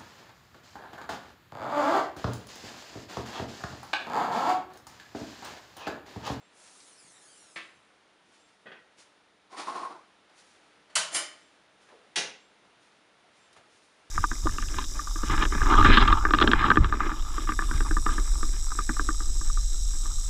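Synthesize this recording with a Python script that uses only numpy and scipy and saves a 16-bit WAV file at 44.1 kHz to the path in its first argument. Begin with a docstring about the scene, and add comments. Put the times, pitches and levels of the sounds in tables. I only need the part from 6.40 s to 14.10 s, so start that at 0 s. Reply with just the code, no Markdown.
"""Opening a lit sign case

The glazed cover swings up on a hissing gas strut and knocks at its stop. A hand judders over the
inner panel in stick-slip squeaks and presses its catch, which clacks in and out; a spring frees the
panel and it swings open against the case. Each blow is a noise crack plus ringing modes.
All is heard from across a small, quiet, live room, over the hum of the lamps."""
import sys
import numpy as np
from scipy import signal
from scipy.fft import rfft, irfft, next_fast_len
from scipy.io import wavfile
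from scipy.ndimage import uniform_filter1d, map_coordinates

SR = 44100
rng = np.random.default_rng(int(sys.argv[2]) if len(sys.argv) > 2 else 0)


def pcm_store(signal):
    """Save signal as 16-bit PCM."""
    levels = np.round(np.clip(np.atleast_2d(signal), -1, 1) * 32767)
    wavfile.write(sys.argv[1], SR, levels.astype(np.int16).T)


N = 339570
TIME = np.arange(N) / SR
RING_TIME = TIME[:SR // 2]

# the cover meets its stop: time_s, level_db, tilt_db_per_octave
COVER_HITS = [(1.159, -35, 1)]
# the spring kicks the panel: time_s, level_db, tilt_db_per_octave
SPRING_HITS = [(4.716, -41.5, -3), (4.726, -37, -0.5), (4.741, -30, 10), (4.746, -23.5, 0),
               (4.756, -27.5, 0)]
# the hand's short pushes, relative levels: time_s, drag_db, hiss_db, squeak_db
PUSHES = [(3.132, -49, -55, -42), (3.191, -38, -42, -53), (3.285, -35.5, -47, -29),
          (3.364, -38, -48, -27.5), (3.435, -38.5, -53, -30.5), (3.515, -44, -60.5, -46.5)]


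def catch():
    """The catch is pressed home with a bright clack."""
    hits = [(4.498, -56.5, -6.5), (4.5535, -20.5, 1.2), (4.561, -25.5, -3)]  # blows: time_s, level_db, tilt_db_per_octave
    colour = [(41, -63), (70, -32.5), (171, -18.5), (252, -28.5), (508, -17), (656, 0), (730, -14.5),
              (904, -4), (1640, -2.5), (2310, -3), (2980, 0.5), (3390, -3), (8840, -1), (11400, -10),
              (14800, -54), (22000, -120)]  # crack spectrum: frequency_hz, relative_db
    modes = [(1367, -52), (1610, -58), (1981, -49), (2417, -65), (3063, -55), (3327, -59.5), (3720, -60),
             (3930, -58), (4027, -50), (4350, -43.5), (4468, -43), (4743, -53.5), (5028, -55),
             (5109, -66.5), (5787, -58), (5835, -53), (6514, -67), (6778, -63), (6955, -66), (7289, -44.5),
             (8344, -59), (8721, -60.5), (8958, -62), (9297, -67), (9507, -62), (9539, -58), (9658, -65),
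             (9846, -49)]  # resonances: pitch_hz, relative_db
    return struck(hits, colour, modes, ring_db=-3, ring_t60=.23, early=.27, early_t60=.055, ripple_db=2.5)


def spring():
    """The catch's spring pushes the panel free in a quick rattle."""
    colour = [(41, -83), (70, -44), (154, -24), (252, -26.5), (286, -13.5), (519, -14.5), (603, -4),
              (730, -11.5), (1910, -4.5), (2620, -9.5), (2980, -6.5), (4100, -9), (9430, -5.5),
              (11400, -14.5), (14800, -71), (22000, -120)]  # crack spectrum: frequency_hz, relative_db
    modes = [(1222, -56), (1916, -53.5), (1970, -65), (2315, -54), (2972, -50), (3068, -64), (3424, -60),
             (3639, -66), (5060, -51), (5222, -65), (5539, -64), (5857, -72), (6584, -68.5), (6804, -57),
             (7537, -57), (8355, -59), (9087, -55), (9469, -54)]  # resonances: pitch_hz, relative_db
    return struck(SPRING_HITS, colour, modes,
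                  ring_db=-8, ring_t60=.44, early=.46, early_t60=.11, ripple_db=4)


def panel_stop():
    """The panel knocks against the case and rings."""
    hits = [(5.7575, -24.5, 2.1), (5.770, -29, -3)]  # blows: time_s, level_db, tilt_db_per_octave
    colour = [(41, -75), (70, -62.5), (144, -21.5), (318, -15), (411, -13.5), (542, -8), (590, -22),
              (700, -7.5), (1030, -14.5), (2360, -2), (4100, -7), (6420, -7), (8120, -15.5), (9430, -12),
              (11400, -29), (14800, -68.5), (22000, -120)]  # crack spectrum: frequency_hz, relative_db
    modes = [(409.1, -53.5), (425.3, -57), (538.3, -60), (662.1, -55.5), (699.8, -58), (855.9, -46),
             (1136, -52), (1384, -54), (1674, -45.5), (1733, -62), (1949, -44.5), (2331, -53.5),
             (2433, -43), (2606, -57), (3133, -46), (3235, -49), (3601, -61), (3661, -57), (3795, -50),
             (3914, -52), (4011, -61), (4317, -57), (4366, -51), (4613, -46.5), (4770, -59), (4904, -63),
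             (5141, -63), (5572, -49), (5862, -49), (6428, -56)]  # resonances: pitch_hz, relative_db
    return struck(hits, colour, modes, ring_db=-2, ring_t60=.35, early=.23, early_t60=.042, ripple_db=3)


def panel_ring():
    """Once the catch lets go, the panel's least damped modes sing on."""
    modes = [(300, -59, .8), (345, -59, .7), (660, -59, .6), (1225, -57, .65), (3066, -45, .6)]  # lingering resonances: pitch_hz, relative_db, t60_s
    out = np.zeros(N)
    freed_s = max(SPRING_HITS, key=lambda hit: hit[1])[0]
    for hz, db, t60 in modes:
        fade = amp(db - 60 * RING_TIME / t60) * (1 - np.exp(-RING_TIME / .02))
        tone = np.sin(2 * np.pi * hz * RING_TIME + .5 * wobble(33, len(RING_TIME)))
        add(out, freed_s, 2 * fade * tone)
    return out


def cover_stop():
    """The glazed cover knocks at the top of its swing."""
    colour = [(59, -53), (100, -14), (215, -8), (252, -23), (325, -14), (373, -6.5), (553, -2.5),
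              (729, -8.5), (1290, -0.5), (1390, -7), (1570, 1), (3060, -2.5), (5860, -18), (9590, -23),
              (11000, -38), (14300, -68), (22000, -120)]  # crack spectrum: frequency_hz, relative_db
    modes = [(328.4, -64.5), (570.6, -74), (689.1, -72), (855.9, -73), (1071, -66), (1319, -61),
             (1604, -63), (1776, -59), (1852, -66), (1981, -59), (2202, -67), (2239, -59), (2444, -71),
             (2552, -73), (3079, -65), (3386, -66), (3763, -76), (4016, -86)]  # resonances: pitch_hz, relative_db
    return struck(COVER_HITS, colour, modes,
                  ring_db=-2, ring_t60=.37, early=.53, early_t60=.022, ripple_db=2.5)


def gas_strut(start_s=.345, build_s=.22, flow_db=-57, flutter_db=2):
    """Gas hisses between two chambers: the growing one's tones fall, the shrinking one's rise."""
    colour = [(40, -40), (200, -19), (1000, 1.5), (1800, -6.5), (2700, -6.5), (4500, -1.5), (6000, 1),
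              (8000, 3), (10000, 2), (11500, -9.5)]  # hiss spectrum: frequency_hz, relative_db
    hz, t, hiss = signal.stft(noise(colour), SR, nperseg=1024)
    travel_s = np.clip(t - start_s, 0, COVER_HITS[0][0] - start_s)
    # sound's round trip in each chamber, as the piston slows evenly
    rest_ms, cylinder_ms, speed_ms_per_s, braking_ms_per_s2 = .18, 1.06, .895, .34
    growing_ms = rest_ms + speed_ms_per_s * travel_s - braking_ms_per_s2 * travel_s ** 2 / 2
    shrinking_ms = cylinder_ms - growing_ms
    hz = hz[:, None]
    echo = along([(1500, .87), (4000, .76), (10000, .67)], hz)  # the ends reflect treble less well
    pipe = lambda ms: (1 - echo ** 2) / np.abs(1 - echo * np.exp(2j * np.pi * hz * ms / 1000)) ** 2
    share = along([(3000, .1), (4300, .9), (5400, .15), (10000, .2)], hz)
    power = .15 + pipe(growing_ms) + share * pipe(shrinking_ms)
    build = np.clip(travel_s / build_s, 0, 1)
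    gain = np.sqrt(1 - build + build * power / power.mean(0))
    # turbulence breaks the tones into patches
    patches = uniform_filter1d(rng.standard_normal(hiss.shape), size=24, axis=0)
    patches = uniform_filter1d(patches, size=6, axis=1)
    gain *= amp(flutter_db * build * unit(patches))
    flow = amp(flow_db) * swell(.22, attack_s=.068, hold_s=.85, fall_db_per_s=56)
    return flow * signal.istft(hiss * gain, SR, nperseg=1024)[1][:N]


def hand_rub(attack_s=.023, hold_s=.014, drag_trim_db=-1.5, wet_db=-12):
    """Each push drags skin over the panel, which rumbles, hisses and squeaks into the room."""
    drag_colour = [(59, -74), (100, -41), (173, -16.5), (249, -15.5), (360, -3.5), (407, -16.5), (473, -6),
                   (520, -16), (665, -7), (886, -4), (1060, -1.5), (1550, -13), (2180, -44), (2600, -37),
                   (3380, -57), (5720, -120)]  # panel rumble: frequency_hz, relative_db
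    skin_colour = [(1060, -37), (1800, -1.5), (2950, -8.5), (4410, -6.5), (7820, -16), (8990, -13.5),
                   (10100, -19), (11400, -22), (14800, -63), (22000, -120)]  # skin hiss: frequency_hz, relative_db
    drags = [amp(db) * swell(s, attack_s, hold_s, fall_db_per_s=155) for s, db, _, _ in PUSHES]
    hisses = [amp(db) * swell(s, attack_s, hold_s, fall_db_per_s=152) for s, _, db, _ in PUSHES]
    grip_db = wobble(110, N)
    rumble = np.linalg.norm(drags, axis=0) * amp(drag_trim_db + grip_db) * noise(drag_colour)
    hiss = np.linalg.norm(hisses, axis=0) * amp(grip_db / 2) * noise(skin_colour)
    squeaks = finger_slips()
    tail = room_tail()
    echoes = signal.fftconvolve(squeaks, tail / np.linalg.norm(tail))[:N]
    return rumble + hiss + squeaks + amp(wet_db) * echoes


def finger_slips(pitch_hz=1065, sag=.043, scatter=.016, gap_s=.019, half_length_s=.0105, loss_db=2.2):
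    """At every push the fingers stick and slip: three ever weaker squeaks that sag in pitch."""
    out = np.zeros(N)
    from_peak = np.arange(-2 * half_length_s, 2 * half_length_s, 1 / SR) / half_length_s
    for s, _, _, db in PUSHES:
        for k in range(3):
            hz = pitch_hz * (1 + scatter * rng.standard_normal() - sag * np.tanh(from_peak))
            squeak = np.exp(-3 * from_peak ** 2) * np.sin(2 * np.pi * np.cumsum(hz) / SR)
            add(out, s + k * gap_s - 2 * half_length_s, amp(db - loss_db * k) * squeak)
    return out


def double_knock():
    """A soft double knock sounds away from the case."""
    hits = [(2.256, -46, -4), (2.266, -44.5, -0.5), (2.316, -45, 0.5)]  # blows: time_s, level_db, tilt_db_per_octave
    colour = [(59, -56), (100, -27), (215, -9.5), (296, -17), (373, -4), (1040, -13), (1520, -9),
              (1750, -9), (1910, -3.5), (2130, -10), (3150, -13), (7000, -41), (9100, -75), (15400, -120)]  # crack spectrum: frequency_hz, relative_db
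    modes = [(1200, -73), (1486, -66), (1545, -68), (1825, -67), (1906, -70), (2514, -64), (2762, -77),
             (3052, -67), (3354, -75)]  # resonances: pitch_hz, relative_db
    return struck(hits, colour, modes, ring_db=-7, ring_t60=.4, early=.8, early_t60=.046, ripple_db=3)


def ticks_and_bumps():
    """The strut ticks as it starts moving; light bumps and ticks follow, each in one broad band."""
    ticks = [(.401, -47.5, 5000, 0.67), (.64, -66, 179, 0.65), (1.345, -68, 121, 0.66),
             (3.122, -48.5, 500, 0.74), (3.168, -53, 356, 0.69), (3.895, -58, 700, 1.5),
             (5.487, -52.5, 890, 1.2), (5.52, -51, 493, 0.63), (6.84, -60, 714, 0.44),
             (7.128, -52.5, 4000, 1.6), (7.163, -51.5, 696, 2), (7.17, -66, 110, .4)]  # ticks and bumps: time_s, level_db, centre_hz, width_octaves
    out = np.zeros(N)
    for s, db, centre_hz, octaves in ticks:
        colour_db = lambda f: -12 * np.log1p((np.log2((f + 1) / centre_hz) / octaves) ** 2)
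        hardness = centre_hz / 1000  # a brighter tick is shorter and more abrupt
        add(out, s, amp(db) * crack(colour_db, early=hardness, early_t60=.084 / np.sqrt(hardness)))
    return out


def soft_hisses(flutter_db=1.8, fall_db_per_rise=2.5):
    """Soft swells of hiss: the strut's opening surge, the spring's fading tail, and cloth brushing."""
    swells = [(.25, -60.5, .035), (1.95, -66.5, 0.087), (2.592, -55.5, 0.016), (4.0, -58.5, 0.043),
              (5.0, -65.5, 0.039), (5.43, -67.5, 0.027), (6.43, -68, 0.031), (6.98, -68, 0.051),
              (7.36, -64, 0.066)]  # swells of hiss: peak_s, level_db, rise_s
    colour = [(40, -48.5), (300, -3.5), (1500, -0.5), (5500, 0), (10000, -5), (11500, -13)]  # hiss spectrum: frequency_hz, relative_db
    level = sum(amp(db) * swell(s, rise_s, 0, fall_db_per_rise / rise_s) for s, db, rise_s in swells)
    return level * amp(-flutter_db * wobble(35, N)) * noise(colour)


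def room_tone(waver_db=.5, whine_db=-70.5, whine_hz=7550, lower_hz=3550, whine_width_s=.053):
    """Softly drifting room noise, the lamps' hum and a thin whine that comes and goes."""
    colour = [(15, -49), (25, -17.5), (167, -6.5), (194, -5), (271, -4.5), (293, -3.5), (324, -2.5),
              (441, -2.5), (927, -3), (1050, -4.5), (1360, -3.5), (3340, -9), (7780, -21.5), (9540, -20.5),
              (11400, -27.5), (14800, -61), (22000, -120)]  # room noise spectrum: frequency_hz, relative_db
    drift = [(0, -61.5), (1.5, -63), (2.9, -64.5), (4.2, -62), (7.7, -62.5)]  # room noise drift: time_s, level_db
    partials = [(200, -84.5), (300, -80.5), (450, -84), (631, -85), (733, -86.5), (1331, -82), (3610, -84),
                (3876, -87.5)]  # lamp hum and buzz: pitch_hz, level_db
    whine_times = [.05, 2.04, 5.05, 6.04, 7.04]  # whine swells: peak_s
    air = amp(np.interp(TIME, *np.transpose(drift)) + waver_db * wobble(6, N)) * noise(colour)
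    hum = sum(amp(db) * np.sqrt(2) * np.sin(2 * np.pi * hz * TIME + hz / 1500 * wobble(12, N))
              for hz, db in partials)
    swells = sum(np.exp(-((TIME - s) / whine_width_s) ** 2) for s in whine_times)
    fuzzy = lambda hz: np.sin(2 * np.pi * hz * TIME + wobble(200, N))
    whine = amp(whine_db) * swells * (fuzzy(whine_hz) + amp(-2) * fuzzy(lower_hz))
    return air + hum + whine


def struck(hits, colour, modes, ring_db, ring_t60, early, early_t60, ripple_db):
    """Every blow gives a crack and rings the object's modes at new strengths."""
    out = np.zeros(N)
    hz, mode_db = np.transpose(modes)[:, :, None]
    decay = amp(-60 * RING_TIME / (ring_t60 * (hz / 2000) ** -.12))  # high modes fade sooner
    # crowded weak modes roughen the spectrum
    grid_hz = np.arange(0, SR / 2, 55)
    ripple = ripple_db * rng.standard_normal(len(grid_hz)) * np.minimum(grid_hz / 1500, 1)
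    for s, db, tilt_db in hits:
        gain = amp(mode_db + tilt_db * np.log2(hz / 1000) + rng.normal(0, 1, hz.shape))
        # echoes blur the phase
        blur = np.array([rng.uniform(0, 2 * np.pi) + .5 * wobble(45, len(RING_TIME)) for _ in hz])
        ring = (gain * np.sin(2 * np.pi * hz * RING_TIME + blur) * decay).sum(0)
        ring *= (1 - np.exp(-RING_TIME / .0029)) / np.linalg.norm(gain)
        colour_db = lambda f: (along(colour, f) + np.interp(f, grid_hz, ripple)
                               + tilt_db * np.log2(np.maximum(f, 200) / 1000))
        add(out, s, amp(db) * (crack(colour_db, early, early_t60) + amp(ring_db) * ring))
    return out


def crack(colour_db, early, early_t60):
    """A blow's dense vibration: a strong first burst that runs into the room's echoes."""
    attack = 1 - np.exp(-RING_TIME / .0011)
    burst = (1 + early * amp(-60 * RING_TIME / early_t60)) / (1 + early)
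    return coloured(attack * burst * room_tail(), colour_db)


def room_tail():
    """Dense echoes: noise in which each frequency fades at the room's own pace."""
    reverb = [(100, 0.48), (400, 0.5), (2200, 0.45), (5000, .39), (10000, 0.29)]  # room decay: frequency_hz, t60_s
    hz, t, bands = signal.stft(rng.standard_normal(len(RING_TIME)), SR, nperseg=256)
    decay = amp(-60 * t / along(reverb, hz)[:, None])
    return signal.istft(bands * decay, SR, nperseg=256)[1][:len(RING_TIME)]


def coloured(x, colour_db):
    """x through a minimum-phase filter of unit energy, given in dB as a function of frequency."""
    size = 2 * next_fast_len(len(x) // 2 + 4096)
    cepstrum = irfft(np.log(amp(colour_db(np.fft.rfftfreq(size, 1 / SR)))))
    cepstrum[1:size // 2] *= 2
    cepstrum[size // 2 + 1:] = 0
    response = np.exp(rfft(cepstrum))
    return irfft(rfft(x, size) * response / np.sqrt(np.mean(np.abs(response) ** 2)))[:len(x)]


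def noise(colour):
    """Noise of rms 1, shaped by (Hz, dB) points."""
    return unit(coloured(rng.standard_normal(N), lambda f: along(colour, f)))


def swell(s, attack_s, hold_s, fall_db_per_s):
    """A gain that rises to 1 at time s, holds, then falls evenly in dB."""
    rise = np.exp(-(np.minimum(TIME - s, 0) / attack_s) ** 2)
    return rise * amp(-fall_db_per_s * np.maximum(TIME - s - hold_s, 0))


def wobble(rate, size):
    """A smooth random curve with rate knots a second."""
    return map_coordinates(rng.standard_normal(int(size * rate / SR) + 4), [np.arange(size) * rate / SR])


def along(points, hz):
    """(Hz, value) points read on a log axis."""
    f, v = np.transpose(points)
    return np.interp(np.log(hz + 1), np.log(f + 1), v)


def amp(db):
    """Decibels to gain."""
    return 10 ** (np.asarray(db) / 20)


def unit(x):
    """x at rms 1."""
    return x / np.sqrt(np.mean(x ** 2) + 1e-20)


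def add(track, s, sound):
    """Mix a sound into the track from time s."""
    part = track[max(0, round(s * SR)):][:len(sound)]
    part += sound[:len(part)]


def scene():
    """Cover, catch and panel sound in turn over the quiet room, in mono."""
    blows = cover_stop() + double_knock() + catch() + spring() + panel_stop() + panel_ring()
    return (blows + gas_strut() + ticks_and_bumps() + hand_rub() + soft_hisses() + room_tone())[None]


def record(dry, notch_hz=7950, notch_db=-7, low_cut_hz=35, top_hz=11574):
    """The microphone cuts deep bass, has a narrow notch and rolls off into a steep treble cut."""
    size = next_fast_len(N + SR)
    hz = np.fft.rfftfreq(size, 1 / SR)
    rolloff_db = along([(10300, -.5), (11000, -9.5), (11500, -13.5)], hz)
    dip_db = notch_db / (1 + ((hz - notch_hz) / 150) ** 2)
    low_cut = 1j * hz / (low_cut_hz + 1j * hz)
    high_cut = 1 / np.sqrt(1 + (hz / top_hz) ** 120)
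    return irfft(rfft(dry, size) * amp(rolloff_db + dip_db) * low_cut * high_cut, size)[:, :N]


dry = scene()
out = record(dry)
pcm_store(out)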